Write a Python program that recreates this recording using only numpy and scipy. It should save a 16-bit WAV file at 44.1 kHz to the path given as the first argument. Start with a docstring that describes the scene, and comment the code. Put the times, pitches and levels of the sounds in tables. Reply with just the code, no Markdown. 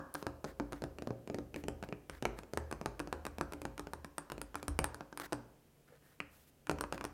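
"""Quick taps throughout: fingertips and nails walk over a wooden tabletop, with one pause.
Each contact is a short shaped pulse, a knock with a nail click, and sets off noise tails and ringing notes.
The board rings, its slow sway comes up the stand of a close microphone, and a small room answers.
Filtered noise makes the quiet air, the brief finger slides and the soft rustles in the pause.
Now and then the weight of the hand rocks the whole table."""
import sys
import numpy as np
from scipy import signal
from scipy.fft import rfft, irfft, next_fast_len
from scipy.io import wavfile
from scipy.ndimage import map_coordinates

SR = 44100
rng = np.random.default_rng(int(sys.argv[2]) if len(sys.argv) > 2 else 0)


def digitize_waveform(pressure):
    """Quantize a signal to 16-bit integers and store it at the path in sys.argv[1].

    Rows of a 2-D input are taken as channels; values are limited to [-1, 1].
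    """
    field = np.atleast_2d(pressure).T
    bounded = np.clip(field, -1, 1)
    quanta = np.round(bounded * 32767).astype(np.int16)
    wavfile.write(sys.argv[1], SR, quanta)


N = 314433  # length of the scene in samples
SIZE = 4096  # length of the pulse calculations in samples


def amp(db):
    """Turn decibels into a gain."""
    return 10 ** (np.asarray(db) / 20)


def unit(x):
    """Scale a sound to an rms of 1."""
    return x / np.sqrt(np.mean(x ** 2) + 1e-20)


def along(points, hz):
    """Read a curve of (frequency, value) points, joined by straight lines on a log frequency axis."""
    point_hz, values = np.transpose(points)
    return np.interp(np.log(hz + 1), np.log(point_hz + 1), values)


def add(track, s, sound):
    """Mix a sound into the track at s seconds, cutting what falls outside."""
    start = round(s * SR)
    part = sound[max(-start, 0):max(N - start, 0)]
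    track[max(start, 0):][:len(part)] += part


def noise(spectrum, n):
    """Colour white noise with a spectrum in dB, then scale it to an rms of 1."""
    m = next_fast_len(n)
    hz = np.fft.rfftfreq(m, 1 / SR)
    coloured = rfft(rng.standard_normal(m)) * amp(along(spectrum, hz))
    return unit(irfft(coloured, m)[:n])


def causal(db):
    """Make the most compact pulse that has this spectrum: its energy comes as early as possible."""
    cepstrum = irfft(np.log(amp(db)))
    cepstrum[1:SIZE // 2] *= 2
    cepstrum[SIZE // 2 + 1:] = 0
    return irfft(np.exp(rfft(cepstrum)))


def tails(levels, decays, count, size):
    """Make a fresh noise tail per tap, where each frequency has its own energy and decay."""
    white = rng.standard_normal((count, size), dtype=np.float32)
    hz, t, z = signal.stft(white, SR, nperseg=128)
    t60 = along(decays, hz)[:, None]
    fade = amp(along(levels, hz)[:, None] - 60 * t / t60)
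    gain = fade * np.sqrt(2 * np.log(1000) / (t60 * SR))  # a long decay gets no extra energy
    return signal.istft(z * gain.astype(np.float32), SR, nperseg=128)[1][:, :size]


def ring(modes, vary, attack):
    """Ring fading notes for half a second; vary (0-1) sets how much chance alters their strength and sign."""
    t = np.arange(SR // 2) / SR
    hz, db, t60 = np.transpose(modes)[:, :, None]
    vary = np.clip(vary, 0, 1)
    chance = rng.uniform(-1.18, 1, hz.shape) * np.sqrt(3)
    gain = amp(db) * (np.sqrt(1 - vary ** 2) + vary * chance)
    tones = np.sin((2 * np.pi * hz * t).astype(np.float32))
    decay = np.exp((-np.log(1000) * t / t60).astype(np.float32))
    return (gain * tones * decay).sum(0) * (1 - np.exp(-t / attack))


# How well the spot under the wandering hand drives the table: time_s, board_note_db, sway_db
HAND_SPOT = [(0, -5, -2), (.15, 4, -10), (.65, 9, 1), (1.1, 6.5, -10.5), (1.6, 5, 2), (2.1, -9.5, 1.5),
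             (2.6, -12, 1), (2.851, -2, 1), (3.0, 1.5, 2.5), (3.4, 5, 0), (3.87, 8.5, 1), (3.931, -3, 0),
             (4.5, 1, -3), (4.799, -1.5, -1), (5.15, -2, -8), (5.35, 4, -9), (6.2, 1, 0), (6.7, 3, -4.5),
             (7.1, 2.5, -2)]


def spot(s):
    """Read the table's response where the hand is at s seconds, gliding between the listed spots."""
    times, *columns = np.transpose(HAND_SPOT)
    return [np.interp(s, times, column) for column in columns]


NAIL_DB = -27.5  # nail level of an ordinary tap
# The click near 4.7 kHz at zero force with ordinary nail, and its rise in dB per dB
CLICK_DB, CLICK_PER_FORCE, CLICK_PER_NAIL = -20.5, 0.53, 0.33
PING_DB, PING_PER_NAIL = -31.5, 1.53  # ping near 9 kHz for an ordinary nail, and its rise in dB per dB
TICK_DB, TICK_PER_NAIL = -32.5, 1.055  # the same for the tick above 10 kHz
GRAZE_DB = 7  # the ping rises at most this far over the force: a mere graze hardly rings
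KNOCK_HZ, HARDNESS_DB_PER_OCTAVE = 1110, 21  # pitch when knock equals thud; dB of extra knock per octave
KNOCK_LOW_HZ, KNOCK_HIGH_HZ = 730, 1600  # limits for the softest and hardest contact


def touch(thud, knock, snap, nail):
    """A harder contact knocks higher; force and nail set the click, nail the tick and ping (force caps the ping)."""
    force = (thud + knock) / 2
    edge = nail - NAIL_DB
    octaves = (knock - thud) / HARDNESS_DB_PER_OCTAVE
    knock_hz = np.clip(KNOCK_HZ * 2 ** octaves, KNOCK_LOW_HZ, KNOCK_HIGH_HZ)
    click = CLICK_DB + CLICK_PER_FORCE * force + CLICK_PER_NAIL * edge
    ping = min(PING_DB + PING_PER_NAIL * edge, force + GRAZE_DB)
    tick = TICK_DB + TICK_PER_NAIL * edge
    return knock, knock_hz, snap, click, ping, tick


def contact(thud, knock, knock_hz, snap, click, ping, tick, ripple_db=2, knock_peak_db=3, notch_db=4,
            ping_hz=8850, chatter=0.000335, nail_share=0.33):
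    """One blow: the finger pad gives the thud, the nail a click and a narrow ping near 9 kHz."""
    hz = np.fft.rfftfreq(SIZE, 1 / SR)

    def bump(centre, width):
        """A smooth peak of height 1; width is a fraction of its centre."""
        return 1 / (1 + ((hz - centre) / (width * centre)) ** 2)

    flesh = thud - nail_share * max(ping + 30, 0)  # the more nail, the less bass
    db = along([(25, flesh - 22), (90, flesh - 9), (190, flesh + 0.5),
                (400, thud + 0.048), (580, thud - 3), (1000, knock), (1600, knock - 1.5),
                (2050, snap - 3), (2450, snap + 1), (2950, snap - 4.5),
                (3500, click - 1.5), (4700, click + 1), (7500, click - 4),
                (10500, tick + 1), (12500, tick - 2.5), (16000, tick - 12)], hz)
    db = db + knock_peak_db * bump(knock_hz, .2) - notch_db * bump(790, .03)
    db = db + (ping + 2 - db) * bump(ping_hz, 0.09) ** 2
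    # each spot on the board has its own peaks and dips, deeper among the high modes
    ripple = map_coordinates(rng.standard_normal(64), [np.log(1 + hz / 400) * 11], mode="nearest")
    ripple = ripple * along([(1000, 1), (3500, 1.4)], hz)
    # the nail chatters for a moment, which spreads the treble in time (lags in seconds)
    spread = map_coordinates(rng.standard_normal(32), [hz / 1100], mode="nearest") ** 2
    lag = chatter * spread * hz ** 2 / (hz ** 2 + 2500 ** 2)
    lag = lag + .0004 / np.sqrt(1 + hz / 500)  # bending waves: low notes travel slower
    delay_turn = np.exp(-2j * np.pi * np.cumsum(lag) * SR / SIZE)
    pulse = irfft(rfft(causal(db + ripple_db * ripple)) * delay_turn)
    return -pulse[:SIZE // 2] * np.hanning(SIZE)[SIZE // 2:]


# Finger contacts: start_s, thud_db, knock_db, snap_db, nail_db
FINGER_TAPS = [(-0.012, 5, 5, -21, -38), (0.141, -27, -29, -33, -7), (0.1483, -3.5, -8, -25, -26),
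               (0.1525, -5, -0.5, -16.5, -22), (0.2265, -2, -11, -21, -27), (0.2674, 4, -0.5, -14.5, -24.5),
               (0.4433, 1, -7.5, -22.5, -28), (0.448, 0, -9.5, -27, -27.5), (0.5989, 6, -2, -15, -32),
               (0.7231, -5.5, -10.5, -20, -25.5), (0.731, -2.5, -9, -17, -26.5), (0.821, 2, -14, -21, -28),
               (0.8391, 3, -9, -19, -25.5), (0.9855, -5.5, -16.5, -15, -28.5), (1.022, 1, -15, -21, -31.5),
               (1.0728, 4.5, -12, -21, -31.5), (1.106, 6, -11.5, -26, -59), (1.2753, -5, -19, -19.5, -33),
               (1.2995, 3, -16, -20, -39), (1.3449, 5, -15, -16, -27.5), (1.386, 3, -13, -22, -36),
               (1.5432, -5.5, -17, -11.5, -30), (1.561, 1.5, -17.5, -12, -25),
               (1.6386, -1, -23, -17, -31.5), (1.6835, 7, -7.5, -9, -19.5),
               (1.8268, -3.5, -10.5, -14.5, -29), (1.837, -5, -14, -14.5, -40),
               (1.8886, -2, -27, -18.5, -36), (1.9257, 2.5, -10.5, -9.5, -49),
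               (2.0972, -6.5, -9.5, -14.5, -22.5), (2.225, 7, -11, -10, -23), (2.2536, 10, 2.5, 0.5, -18),
               (2.3888, -9, -11, -17.5, -24), (2.434, -13, -23, -25, -39), (2.5354, 1.5, -11, -18.5, -24),
               (2.574, 7.5, 1, -8, -16), (2.7131, -4, -8, -18, -22.5), (2.7262, 0.5, -5, -14, -23),
               (2.8133, 0.5, -10, -19, -29.5), (2.8597, 6.5, -0.5, -11, -17),
               (2.9945, -7.5, -13, -10.5, -19.5), (3.0009, 1, -2.5, -14, -21.5),
               (3.0739, -4.5, -15.5, -24, -33.5), (3.1274, 3.5, 1.5, -12.5, -22.5),
               (3.2525, -4, -9.5, -12.5, -18), (3.2663, -0.5, -5, -14, -18.5), (3.3841, -1, -9.5, -17, -26),
               (3.411, 5, 3, -13, -19.5), (3.5229, -5.5, -14, -20, -24), (3.5348, -5, -14, -15.5, -22.5),
               (3.6175, -5, -15, -17, -22.5), (3.653, 2, -4.5, -14, -22), (3.779, -14, -13.5, -16, -23),
               (3.7951, -2, -8.5, -16, -21.5), (3.8706, -5.5, -14, -20.5, -35),
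               (3.9345, -3.5, -5, -17.5, -18.5), (4.0462, -7.5, -11, -19, -23.5),
               (4.182, -3, -2.5, -14.5, -12.5), (4.3004, -12, -9.5, -19, -26),
               (4.3193, -1.5, -5, -14.5, -19.5), (4.38, -3, -19, -21, -32),
               (4.4157, -6, -7.5, -15.5, -12.5), (4.5446, -7.5, -9.5, -19.5, -40),
               (4.5551, -4, -3, -11.5, -17.5), (4.6287, -3.5, -14, -16, -20),
               (4.6816, 0.5, -3.5, -12.5, -12), (4.79, 11, 4, 1.5, -9.5), (4.843, 1, 3.5, -6, -7.5),
               (4.945, -9, -9.5, -23, -22.5), (5.008, -4, -10, -20, -37), (5.127, -9.5, -13.5, -27, -40),
               (5.1745, -15, -5.5, -13, -15), (5.199, -6, -6, -14.5, -18), (5.3239, 3, -2, -19, -28),
               (5.33, 5, 0, -8.5, -16.5), (6.2028, -8, -5, -2, -31.5), (6.6702, -16, -13, -18, -26),
               (6.696, 10.5, 1.5, -3, -16), (6.713, 4, -4.5, -17, -18), (6.7863, -9, -12, -18, -32),
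               (6.8097, 0, -1.5, -12, -11), (6.8389, -3, -4, -12, -36), (6.925, 5.5, -3.5, -11, -21.5),
               (6.945, -5, -21, -26, -33), (6.9789, -10, -11, -13.5, -29.5), (7.0107, -5, -6.5, -11.5, -28),
               (7.0418, -0.5, -8, -18, -20), (7.051, -0.5, -6.5, -12, -17)]
# Dense short notes of the board: pitch_hz, level_db (relative to the contact)
PLATE_LEVELS = [(100, 1), (300, -44), (700, -6), (1500, -3), (3000, -7), (8000, -4), (16000, -16)]
# How long they take to fall 60 dB: pitch_hz, decay_s
PLATE_DECAYS = [(150, 0.02), (600, 0.06), (1500, 0.032), (4000, 0.015), (12000, 0.0096)]
# The small room's answer: pitch_hz, level_db (relative to the contact)
ROOM_LEVELS = [(60, -4.5), (150, 1), (400, -10.5), (900, -9), (1800, -9.5), (3500, -13.5), (7000, -11.5),
               (9000, -11.5), (11000, -8.5), (16000, -38)]
# How long the room takes to fall 60 dB: pitch_hz, decay_s
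ROOM_DECAYS = [(100, 0.6), (400, 1), (1100, 0.54), (3000, 0.4), (6000, 0.41), (9000, 0.15), (15000, 0.077)]
# Echoes from nearby surfaces: delay_s, level_db (before their colour)
NEARBY_WALLS = [(.0088, -18), (0.014, -19), (0.021, -23), (0.027, -25.5)]
# Colour of what those surfaces send back: pitch_hz, level_db
ECHO_COLOUR = [(100, -4), (6000, -3), (9000, 2), (10500, -8), (16000, -16)]
# Ringing notes of the board: pitch_hz, level_db (relative), decay_s (to fall 60 dB)
BOARD_NOTES = [(119.8, -15.5, 0.5), (155, -10, 0.19), (233, -18, 0.26), (349.3, -12, 0.24),
               (412.2, -13, 0.28), (478.5, -22, 0.35), (539, -17.5, 0.47), (581, -22.5, 0.38),
               (646, -24, 0.23), (765, -22, 0.35), (861, -19.5, 0.099), (918, -17, 0.083),
               (1227, -33, 0.36)]
# The board's strongest note: pitch_hz, level_db (relative), decay_s (to fall 60 dB)
MAIN_NOTE = [(289.7, -3.5, 0.33)]
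# Slow sway of the whole table (thumps use it too): pitch_hz, level_db (relative), decay_s (to fall 60 dB)
TABLE_SWAY = [(51.8, -8, 0.59), (75.7, -7.5, 0.8), (65.6, -37, 0.043), (86.6, -5.5, 0.15)]
# Drive of the long notes for a 0 dB thud, before the hand's spot; and their rise in dB per dB of thud
NOTE_DB, SWAY_DB, BASS_GROWS = -39.5, -42.5, .5
PRESS_DB, PRESS_S = 12.5, .05  # the resting finger takes this much off the main note, this fast


def taps(board_db=-42):
    """Every contact drives the board's short and long notes, then the walls and the room."""
    track = np.zeros(N)
    plates = tails(PLATE_LEVELS, PLATE_DECAYS, count=len(FINGER_TAPS), size=SR // 10)
    rooms = tails(ROOM_LEVELS, ROOM_DECAYS, count=len(FINGER_TAPS), size=SR // 2)
    bounce = causal(along(ECHO_COLOUR, np.fft.rfftfreq(SIZE, 1 / SR)))
    t = np.arange(SR // 2) / SR
    press = PRESS_DB * (1 - np.exp(-t / PRESS_S))
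    for (s, thud, knock, snap, nail), plate, room in zip(FINGER_TAPS, plates, rooms):
        spot_note, spot_sway = spot(s)
        colour = touch(thud, knock, snap, nail)
        main = NOTE_DB + BASS_GROWS * thud + spot_note
        sway = SWAY_DB + BASS_GROWS * thud + spot_sway
        response = room * (1 - np.exp(-(t / 0.007) ** 2))
        response[:len(plate)] += plate * (1 - np.exp(-t[:len(plate)] / 0.00052))
        response[0] += 1  # the direct sound
        for delay, db in NEARBY_WALLS:  # the paths change as the hand moves
            add(response, abs(delay + rng.normal(0, 0.00037)), amp(db) * bounce)
        add(track, s, signal.fftconvolve(contact(thud, *colour), response))
        add(track, s, amp(thud + board_db) * ring(BOARD_NOTES, vary=0.98, attack=0.00023))
        add(track, s, amp(main - press) * ring(MAIN_NOTE, vary=0.38, attack=0.0088))
        add(track, s, amp(sway) * ring(TABLE_SWAY, vary=0.48, attack=0.02))
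    return track


# Colour of the quiet room air: pitch_hz, level_db (relative)
AIR_COLOUR = [(12, -36), (20, 4), (146, 4.5), (204, 1), (277, 3.5), (319, -1.5), (459, -0.5), (1000, -11.5),
              (2820, -14.5), (3160, -14.5), (3440, -18.5), (6910, -19), (14700, -18.5), (16000, -22.5)]


def background(air_db=-68.5, hum_db=-77, hum_hz=146):
    """Quiet room air is coloured noise; a faint hum is a sine whose level wavers slowly."""
    waver = amp(2 * noise([(3, 0), (10, -36), (40, -120)], N))
    hum = unit(waver * np.sin(2 * np.pi * hum_hz * np.arange(N) / SR))
    return amp(air_db) * noise(AIR_COLOUR, N) + amp(hum_db) * hum


# Fingers dragging on the grain: start_s, length_s, rasp_db, hiss_db (before the fade)
FINGER_SLIDES = [(0.153, 0.095, -70, -64), (0.449, 0.087, -56.5, -71), (0.738, 0.071, -63.5, -75),
                 (1.55, 0.083, -64, -68), (1.832, 0.023, -58, -68.5), (2.098, .11, -59.5, -75),
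                 (2.362, 0.041, -60, -73), (4.571, 0.038, -59.5, -80), (5.202, 0.027, -45.5, -58),
                 (5.226, 0.048, -48, -58), (5.864, 0.061, -68, -85), (5.897, 0.1, -70, -103),
                 (5.993, 0.2, -72, -74), (6.276, 0.22, -83, -68.5), (6.463, 0.047, -86, -68),
                 (6.926, 0.044, -54, -70)]
# Colour of the gritty rasp: pitch_hz, level_db (relative)
RASP_COLOUR = [(180, -11), (300, -6), (781, -5.5), (1070, -7.5), (1780, -2), (2480, -17.5), (3750, -16),
               (5570, -22.5), (12300, -27.5), (15500, -29)]
# Colour of the fine skin hiss: pitch_hz, level_db (relative)
HISS_COLOUR = [(3000, -2), (7000, -4), (11000, -1), (14000, 1), (16000, -4.5)]


def slides(grain_db=4, fade_db=4):
    """A dragging finger catches on the grain: an uneven rasp under a steady skin hiss, gently fading."""
    track = np.zeros(N)
    for s, length, rasp_db, hiss_db in FINGER_SLIDES:
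        n = max(round(length * SR), 64)
        grit = unit(amp(grain_db * noise([(400, 21), (1500, -40), (4000, -60)], n)))
        rasp = amp(rasp_db) * grit * noise(RASP_COLOUR, n)
        hiss = amp(hiss_db) * noise(HISS_COLOUR, n)
        fade = amp(fade_db * np.linspace(.5, -.5, n))
        add(track, s, (rasp + hiss) * signal.windows.tukey(n, .7) * fade)
    return track


# The weight of the hand rocks the table: start_s, sway_db, board_note_db
HAND_THUMPS = [(4.683, -21.5, -33.5), (4.792, -23.5, -37), (6.712, -38, -42)]
HAND_T60_S = 0.57  # the resting hand's damping, on top of each note's own decay


def thumps():
    """The hand's weight sets the whole table swaying, and the resting hand damps it."""
    track = np.zeros(N)
    damping = amp(-60 * np.arange(SR // 2) / SR / HAND_T60_S)
    for s, sway_db, note_db in HAND_THUMPS:
        sway = amp(sway_db) * ring(TABLE_SWAY, vary=0.17, attack=0.029)
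        note = amp(note_db) * ring(MAIN_NOTE, vary=0.18, attack=0.0019)
        add(track, s, (sway + note) * damping)
    return track


# Soft low rustles as the hand moves away: peak_s, level_db
HAND_BRUSHES = [(5.79, -68), (5.925, -61)]
# Colour of a rustle: pitch_hz, level_db (relative)
RUSTLE_COLOUR = [(200, -48.5), (380, -19), (470, 0), (560, -13), (800, -20), (2000, -55)]
BRUSH_RISE_S, BRUSH_FALL_S = 0.012, 0.033  # time constants of the swell and fade


def brush():
    """Soft, hollow rustles in the pause are narrow low noise with a quick swell and a slower fade."""
    t = np.arange(N) / SR
    level = np.zeros(N)
    for s, db in HAND_BRUSHES:
        level += amp(db) * np.exp(np.minimum((t - s) / BRUSH_RISE_S, (s - t) / BRUSH_FALL_S))
    return level * noise(RUSTLE_COLOUR, N)


def scene():
    """Mix taps, room air, slides, thumps and rustles into one channel."""
    return (taps() + background() + slides() + thumps() + brush())[None]


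TOP_HZ = 16200  # the recorder's band limit


def record(dry):
    """The recorder keeps nothing at or above its band limit."""
    m = next_fast_len(N + SR // 2)
    kept = np.fft.rfftfreq(m, 1 / SR) < TOP_HZ
    return irfft(rfft(dry, m) * kept, m)[:, :N]


dry = scene()
out = record(dry)
digitize_waveform(out)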